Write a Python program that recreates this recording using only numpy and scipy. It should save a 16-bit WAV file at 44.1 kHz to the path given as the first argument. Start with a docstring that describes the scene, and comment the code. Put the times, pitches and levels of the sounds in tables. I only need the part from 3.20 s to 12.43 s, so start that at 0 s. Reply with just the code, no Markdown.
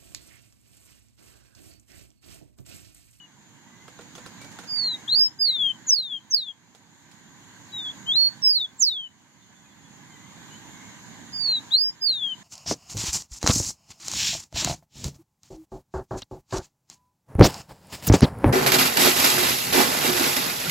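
"""A steady outdoor rush, one faint chirp, then a sparrow hopping about its cage close to a phone.
Its feet and wings knock the wooden tray and rattle the wires, while other birds whistle far off.
It sings three phrases of slurred whistles, the second from a higher perch; the cage colours each
note on its way to the two microphones. The phone's gain control ducks on the loudest notes and
lets the rush swell back slowly."""
import sys
import numpy as np
from scipy import signal
from scipy.fft import rfft, irfft, next_fast_len
from scipy.io import wavfile
from scipy.ndimage import uniform_filter1d, minimum_filter1d, map_coordinates

SR = 44100
rng = np.random.default_rng(int(sys.argv[2]) if len(sys.argv) > 2 else 0)


def persist_wave(psi):
    """Save psi, clipped to +-1, as 16-bit WAV."""
    counts = np.round(np.clip(psi, -1, 1) * 32767).astype(np.int16)
    wavfile.write(sys.argv[1], SR, np.atleast_2d(counts).T)


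N = 407043


def amp(db):
    """Decibels to gain."""
    return 10 ** (np.asarray(db) / 20)


def along(points, hz):
    """Read (Hz, value) points on a log frequency axis."""
    point_hz, values = np.transpose(points)
    return np.interp(np.log(hz + 1), np.log(point_hz), values)


def unit(x):
    """Scale to rms 1."""
    return x / np.sqrt(np.mean(x ** 2) + 1e-20)


def filtered(x, response):
    """Filter x by a gain given as a function of Hz."""
    n = x.shape[-1]
    size = next_fast_len(n + 8192)
    return irfft(rfft(x, size) * response(np.fft.rfftfreq(size, 1 / SR)), size)[..., :n]


def wobble(n, rate):
    """A smooth random curve of n samples, rate knots a second."""
    return map_coordinates(rng.standard_normal(int(n * rate / SR) + 4), [np.arange(n) * rate / SR])


def sides(pan_db):
    """Left and right gains of constant power; positive is to the left."""
    gains = np.array([amp(pan_db / 2), amp(-pan_db / 2)])
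    return gains / np.sqrt(np.mean(gains ** 2, axis=0))


def add(track, start, sound):
    """Mix a sound into the track from start seconds on."""
    part = track[..., max(0, round(start * SR)):][..., :sound.shape[-1]]
    part += sound[..., :part.shape[-1]]


def rush(spectrum, patchy_db):
    """Wide, faintly patchy noise, leaning to the right microphone."""
    # Each row: frequency in Hz, left over right in dB.
    balance = [(110, -10.5), (380, -5), (1290, -3), (8120, -0.5), (15000, -12)]
    # Each row: frequency in Hz, correlation between the microphones.
    likeness = [(60, 0.13), (130, 0.63), (640, 0.66), (1410, 0.56), (3100, -0.45), (6800, 0.12)]
    spectra = signal.stft(rng.standard_normal((2, N)), nperseg=512)[2]
    patches = uniform_filter1d(rng.standard_normal(spectra.shape[1:]), size=6, axis=0)
    patches = unit(uniform_filter1d(patches, size=14, axis=1))
    noise = signal.istft(spectra * amp(patchy_db * patches), nperseg=512)[1][:, :N]
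    angle = lambda hz: np.arccos(np.clip(along(likeness, hz), -1, 1)) / 2
    mid_side = lambda hz: amp(along(spectrum, hz)) * [np.cos(angle(hz)), np.sin(angle(hz))]
    mid, side = filtered(noise, mid_side)
    return unit(filtered(np.array([mid + side, mid - side]), lambda hz: sides(along(balance, hz))))


def background():
    """The bed of the place: a low rush and the hiss above it, both nearly steady."""
    # Each row of both: frequency in Hz, relative noise density in dB.
    body_spectrum = [(20, -27), (55, -16), (116, -0.5), (182, 1), (294, -3), (444, -16), (639, -16.5),
                     (800, -11.5), (960, -7.5), (1220, -15), (1500, -24), (2500, -65)]
    hiss_spectrum = [(900, -36.5), (1250, -17.5), (1550, -0.5), (2150, -5), (2550, -11), (3100, -7),
                     (4240, -8.5), (5200, -15.5), (5900, -12.5), (6600, -1.5), (7200, -4.5), (7900, -18.5),
                     (10500, -24.5), (14300, -24), (15800, -36.5)]
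    body = amp(-48 + 0.5 * wobble(N, 3)) * rush(body_spectrum, patchy_db=1)
    hiss = amp(-49 + 0.26 * wobble(N, 6.2)) * rush(hiss_spectrum, patchy_db=1.4)
    return body + hiss


def yard(x):
    """A thin, short tail from the ground and bushes."""
    # Each row: frequency in Hz, seconds to fall 60 dB.
    decay = [(500, .22), (8000, .17)]
    hz, t, spectra = signal.stft(rng.standard_normal((2, SR // 2)), SR, nperseg=256)
    spectra *= amp(-60 * t / along(decay, hz)[:, None])
    tail = signal.istft(spectra, SR, nperseg=256)[1][:, :SR // 2]
    return signal.fftconvolve(x, tail / np.linalg.norm(tail[0]), axes=1)[:, :N]


def twitter(start=6.21, end=6.62, first_hz=3540, last_hz=3420, arch_hz=60, length=0.052, db=-55):
    """Four faint, arched pips from a small distant bird, sinking a little, as rows for far_birds."""
    pips = zip(np.linspace(start, end, 4), np.linspace(first_hz, last_hz, 4))
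    return [(at, length, hz - arch_hz, hz, hz - arch_hz, db) for at, hz in pips]


def far_birds():
    """Soft curved whistles in the centre, made uneven by distance."""
    # Each row: start and length in seconds, first, middle and last pitch in Hz, level in dB.
    calls = [(0.422, 0.29, 1913, 2000, 2070, -53.5), (1.04, 0.049, 3080, 4040, 5800, -55),
             (1.19, 0.097, 2350, 2300, 2350, -53), (1.52, 0.31, 2360, 1930, 2296, -51.5),
             (2.018, .08, 3020, 3000, 3120, -51.5), (2.252, 0.15, 2150, 2100, 2300, -49),
             (6.42, 0.082, 2704, 2476, 2470, -58.5), (6.847, 0.32, 2270, 2020, 2350, -56),
             (6.909, 0.048, 3040, 3100, 2980, -56), (7.299, 0.073, 2940, 2970, 3190, -52),
             (7.52, 0.19, 2248, 2125, 2290, -53.5), (8.26, 0.12, 2650, 2650, 2910, -52.5),
             (8.87, 0.098, 2970, 2744, 2700, -48.5)]
    track = np.zeros(N)
    for start, length, first, middle, last, db in list(calls) + twitter():
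        progress = np.linspace(0, 1, int(length * SR))
        arch = np.polyfit([0, 0.5, 1], [first, middle, last], 2)
        hz = np.polyval(arch, progress) * (1 + 0.016 * wobble(len(progress), 150))
        swell = np.sqrt(np.abs(np.sin(np.pi * progress))) * amp(db + 3.4 * wobble(len(progress), 60))
        add(track, start, swell * np.sin(2 * np.pi * np.cumsum(hz) / SR))
    return np.array([track, track])


def hops(scuff_t60=0.077, tick_t60=0.15, click_t60=0.0049, click_db=-1, knock_db=-5, scuff_db=-3):
    """Close by, right of centre: feet and wings knock the tray, scuff it and rattle the wires."""
    # Each row: start in seconds, wood level in dB, wire level in dB.
    landings = [(0.68, -38, -46.5), (.79, -34.5, -55), (.811, -43, -48), (0.952, -39, -42),
                (.981, -38, -47), (1.062, -39, -44), (1.215, -45, -44.5), (1.245, -42, -48),
                (1.317, -59.5, -49.5), (1.388, -37.5, -43.5), (1.437, -44, -51), (1.975, -43.5, -55),
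                (2.365, -41.5, -54.5), (2.718, -41, -51), (3.549, -41, -43), (3.914, -61, -45.5)]
    # The wooden cage and tray ring. Each row: frequency in Hz, relative dB, seconds to fall 60 dB.
    wood_modes = [(390, -15.5, 0.097), (508, -8.5, 0.23), (720, -16, 0.0304), (1345, 2.5, 0.036),
                  (1650, -6.5, 0.041), (2650, -8, .03), (3474, -0.5, 0.029)]
    # The bars rattle. Each row: frequency in Hz, relative noise density in dB.
    wire_spectrum = [(300, -29.5), (1200, 1.5), (3500, 6.5), (6500, 4), (9000, 0.5), (15000, -13.5)]
    scuff_gains = [(150, 0.17), (400, 0.97), (1400, 0.35), (4000, 0)]  # Each row: Hz, gain.
    track, t = np.zeros((2, N)), np.arange(SR // 4) / SR
    for start, wood_db, wire_db in landings:
        knock = np.zeros(len(t))
        for hz, db, t60 in wood_modes:
            ring = amp(db + rng.normal(0, 2.8) - 60 * t / t60)
            knock += ring * np.sin(2 * np.pi * hz * (1 + rng.normal(0, 0.07)) * t)
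        scuff = unit(filtered(rng.standard_normal(len(t)), lambda hz: along(scuff_gains, hz)))
        wood = amp(knock_db) * knock + amp(scuff_db - 60 * t / scuff_t60) * scuff
        noise = rng.standard_normal((2, len(t)))
        wires = unit(filtered(noise, lambda hz: amp(along(wire_spectrum, hz))))
        wires *= amp(-60 * t / tick_t60) + amp(click_db - 60 * t / click_t60)
        add(track, start, amp(wood_db) * wood + amp(wire_db) * wires)
    return track * sides(pan_db=-4.5)[:, None]


def wire_ping(start=0.953, hz=6270, level_db=-39, t60=0.05):
    """One landing plucks a single bar, which pings."""
    track, t = np.zeros(N), np.arange(SR // 4) / SR
    add(track, start, amp(level_db - 60 * t / t60) * np.sin(2 * np.pi * hz * t))
    return track


def cage_echoes(x, tray_db=-14, far_s=0.055, far_db=-33, scatter_db=-19, scatter_t60=0.13):
    """Tray reflections beat against each glide, the bars smear it, and a weak far echo follows."""
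    tray_s = np.array([[0.0027], [0.0024]])  # left, right
    echo = lambda hz, delay_s, db: amp(db) * np.exp(-2j * np.pi * hz * delay_s)
    echoed = filtered(x, lambda hz: 1 + echo(hz, tray_s, tray_db) + echo(hz, far_s, far_db))
    t = np.arange(SR // 10) / SR
    bars = rng.standard_normal((2, len(t))) * amp(-60 * t / scatter_t60)
    bars /= np.linalg.norm(bars, axis=1, keepdims=True)
    return echoed + amp(scatter_db) * signal.fftconvolve(x, bars, axes=1)[:, :N]


def perch(start, hz, high_from_s=4, high_until_s=6.5):
    """Gain, balance and phase lead along a glide, on the path from the bird's perch to the phone."""
    # The cage's colouring. Each row: frequency in Hz, gain in dB, left over right in dB.
    low_colour = [(2960, -2.5, 8), (3410, -4.5, 7.2), (3520, -11, 6.5), (3940, -5.5, -1), (4274, 2, 4.5),
                  (4390, 1, -10), (4780, 2, -8.5), (5087, 8, 1), (5450, 0.5, -0.8), (6130, 6, -2),
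                  (6700, 2.5, 2)]
    high_colour = [(3000, 0, 5.5), (3460, -2.5, -1), (3800, -5, 2), (4015, -3.5, 6.5), (4250, 2, -8),
                   (4420, 2, -8), (4590, 0.5, 0.5), (5005, .5, -3.5), (5350, 5.5, -6.5), (6380, 0.5, -11),
                   (7040, -2, -6), (7600, -13.5, -1)]
    # The microphones hear a note out of step. Each row: frequency in Hz, left's lead in radians.
    low_lead = [(3200, .3), (3450, .2), (3700, -1.2), (4000, -.5), (4250, -1.2), (4500, 1.2), (4700, 2.4),
                (5100, 2.5), (5700, 3.1), (6300, 5.5)]
    high_lead = [(3300, 1.83), (3900, 0.5), (4200, 3.5), (4400, 3.5), (5250, 3), (5600, 4), (6600, 8),
                 (6950, 1)]
    on_high = high_from_s < start < high_until_s
    colour, lead = (high_colour, high_lead) if on_high else (low_colour, low_lead)
    colour = np.array(sorted(colour))
    gain, balance = colour[:, [0, 1]], colour[:, [0, 2]]
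    return [uniform_filter1d(along(curve, hz), size=220) for curve in (gain, balance, lead)]


def glide(t, length, from_hz, to_hz, half_s, steepness, flick_hz):
    """Pitch of a slur: a quick flick, an S-shaped slide, a steady sag if it falls, a closing drop."""
    flick_s, drop_hz, drop_s = 0.021, 100, 0.0064
    sag_hz_per_s = 2110 if to_hz < from_hz else 0
    travel = lambda s: 1 - 1 / (1 + (s / half_s) ** steepness)
    slide = (to_hz - from_hz + sag_hz_per_s * length) * travel(t) / travel(length) - sag_hz_per_s * t
    flick = flick_hz * np.exp(-t / flick_s)
    drop = drop_hz * np.exp((t - length) / drop_s)
    return from_hz + slide + flick - drop


def whistle(note, easy_db=-11, easy_hz=4900, waver=0.0027, flutter_db=0.87, release_s=0.021):
    """One unsteady, nearly pure slur; its faint overtones grow with level and on the highest pitches."""
    # Base levels of harmonics two, three and four, in dB against the fundamental.
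    overtones = [-43, -37.5, -47]
    # How well an overtone carries to the microphones. Each row: frequency in Hz, gain in dB.
    carry = [(6000, 7.5), (7200, 5.5), (8500, 5), (10000, -9.5), (11600, 0.5), (13200, -5), (14300, 4.5),
             (15200, 7), (16300, -9), (20000, -62)]
    # Brief kinks in the pitch heard. Each row: time in seconds, pitch jump in Hz, width in seconds.
    pitch_kinks = [(1.944, -380, 0.0062), (4.71, 234, .01)]
    start, length, *slur, first_db, last_db, attack_s = note
    n = int(length * SR)
    t = np.arange(n) / SR
    hz = glide(t, length, *slur)
    hz += sum(jump * np.exp(-((start + t - at) / width) ** 2) for at, jump, width in pitch_kinks)
    colour_db, pan_db, lead = perch(start, hz)
    db = first_db + (last_db - first_db) * t / length + colour_db
    phase = 2 * np.pi * np.cumsum(hz * (1 + waver * (wobble(n, 250) + wobble(n, 60)))) / SR
    tone = sides(pan_db) * np.sin(phase + np.array([lead, -lead]) / 2)
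    strain_db = 0.31 * (db - easy_db) + 16 * np.maximum(0, np.log2(hz / easy_hz))
    for order, base_db in enumerate(overtones, 2):
        gain = amp(base_db + along(carry, order * hz) + strain_db + 2 * wobble(n, 150))
        rasp = 0.2 * wobble(n, 700)
        tone += sides(pan_db=-11)[:, None] * gain * np.sin(order * (phase + rasp))
    swell = np.sin(np.pi / 2 * np.clip(t / attack_s, 0, 1)) ** 2
    release = np.clip((length - t) / release_s, 0, 1)
    level = amp(db + flutter_db * (wobble(n, 160) + wobble(n, 61.6)))
    return start, np.sqrt(2) * swell * release * level * tone


def sparrow():
    """One faint chirp, then three phrases of slurred whistles, close to the microphones."""
    # Each row: start and length in seconds, from and to pitch in Hz, the slide's half-way time in
    # seconds, its steepness, opening flick in Hz, first and last level in dB, attack in seconds.
    notes = [(0, 0.072, 2953, 2860, 0.054, 2.3, 0, -35.5, -39.5, 0.0016),
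             (1.46, .305, 4960, 3733, 0.25, 3.02, -79, -30.5, -20, 0.088),
             (1.874, .212, 4117, 5167, 0.093, 3.14, -1150, -17, -19.5, 0.019),
             (2.183, 0.34, 5058, 3055, .11, 2.59, -100, -12.5, -12, 0.065),
             (2.66, 0.3324, 7640, 3113, 0.062, 1.52, -750, -11, -18, 0.081),
             (3.097, 0.23, 7240, 3172, 0.047, 1.37, -650, -7, -20, 0.072),
             (4.513, 0.21, 3945, 3264, 0.097, 5, 0, -24, -31.5, 0.048),
             (4.855, .243, 3275, 4398, 0.091, 6, -450, -21, -16.5, 0.058),
             (5.214, 0.2502, 5200, 3378, .16, 6.1, 649.5, -8.5, -14, 0.086),
             (5.576, .308, 7790, 2935, 0.062, 2.19, -130, 5.5, -27.5, .13),
             (8.115, 0.279, 4944, 3757, 0.24, 2.8, -58, -35.5, -15, 0.055),
             (8.504, 0.21, 4160, 5080, 0.082, 4.9, -1000, -3, -29.5, 0.054),
             (8.803, 0.3457, 5232, 3000, .1, 2.14, -400, -10, -22.5, 0.097)]
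    song = np.zeros((2, N))
    for note in notes:
        add(song, *whistle(note))
    return song


def scene():
    """The cage close by, birds far off and the rush all around."""
    near = cage_echoes(sparrow()) + hops() + wire_ping()
    far = far_birds()
    tail = amp(-24) * yard(near) + amp(-8) * yard(far)
    return near + far + tail + background()


def gain_control(x, limit_db=-16, hold_s=0.18, recovery_db_per_s=9.5, start_db=-11):
    """A loud note pulls the phone's gain down fast; it holds, then climbs back slowly."""
    power = uniform_filter1d(np.mean(x ** 2, axis=0), size=256)
    level_db = 10 * np.log10(np.abs(power) + 1e-12)
    needed_db = np.minimum(0, limit_db - level_db)
    half_hold = int(hold_s * SR / 2)
    held_db = minimum_filter1d(needed_db, 2 * half_hold + 1, origin=half_hold)
    held_db[0] = start_db  # the gain starts turned down
    climb_db = recovery_db_per_s * np.arange(N) / SR
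    gain_db = np.minimum.accumulate(held_db - climb_db) + climb_db
    return x * amp(uniform_filter1d(gain_db, size=513, origin=256))  # 12 ms attack


def record(dry, top_hz=15750):
    """The phone's gain control and band limit."""
    return filtered(gain_control(dry), lambda hz: hz < top_hz)


dry = scene()
out = record(dry)
persist_wave(out)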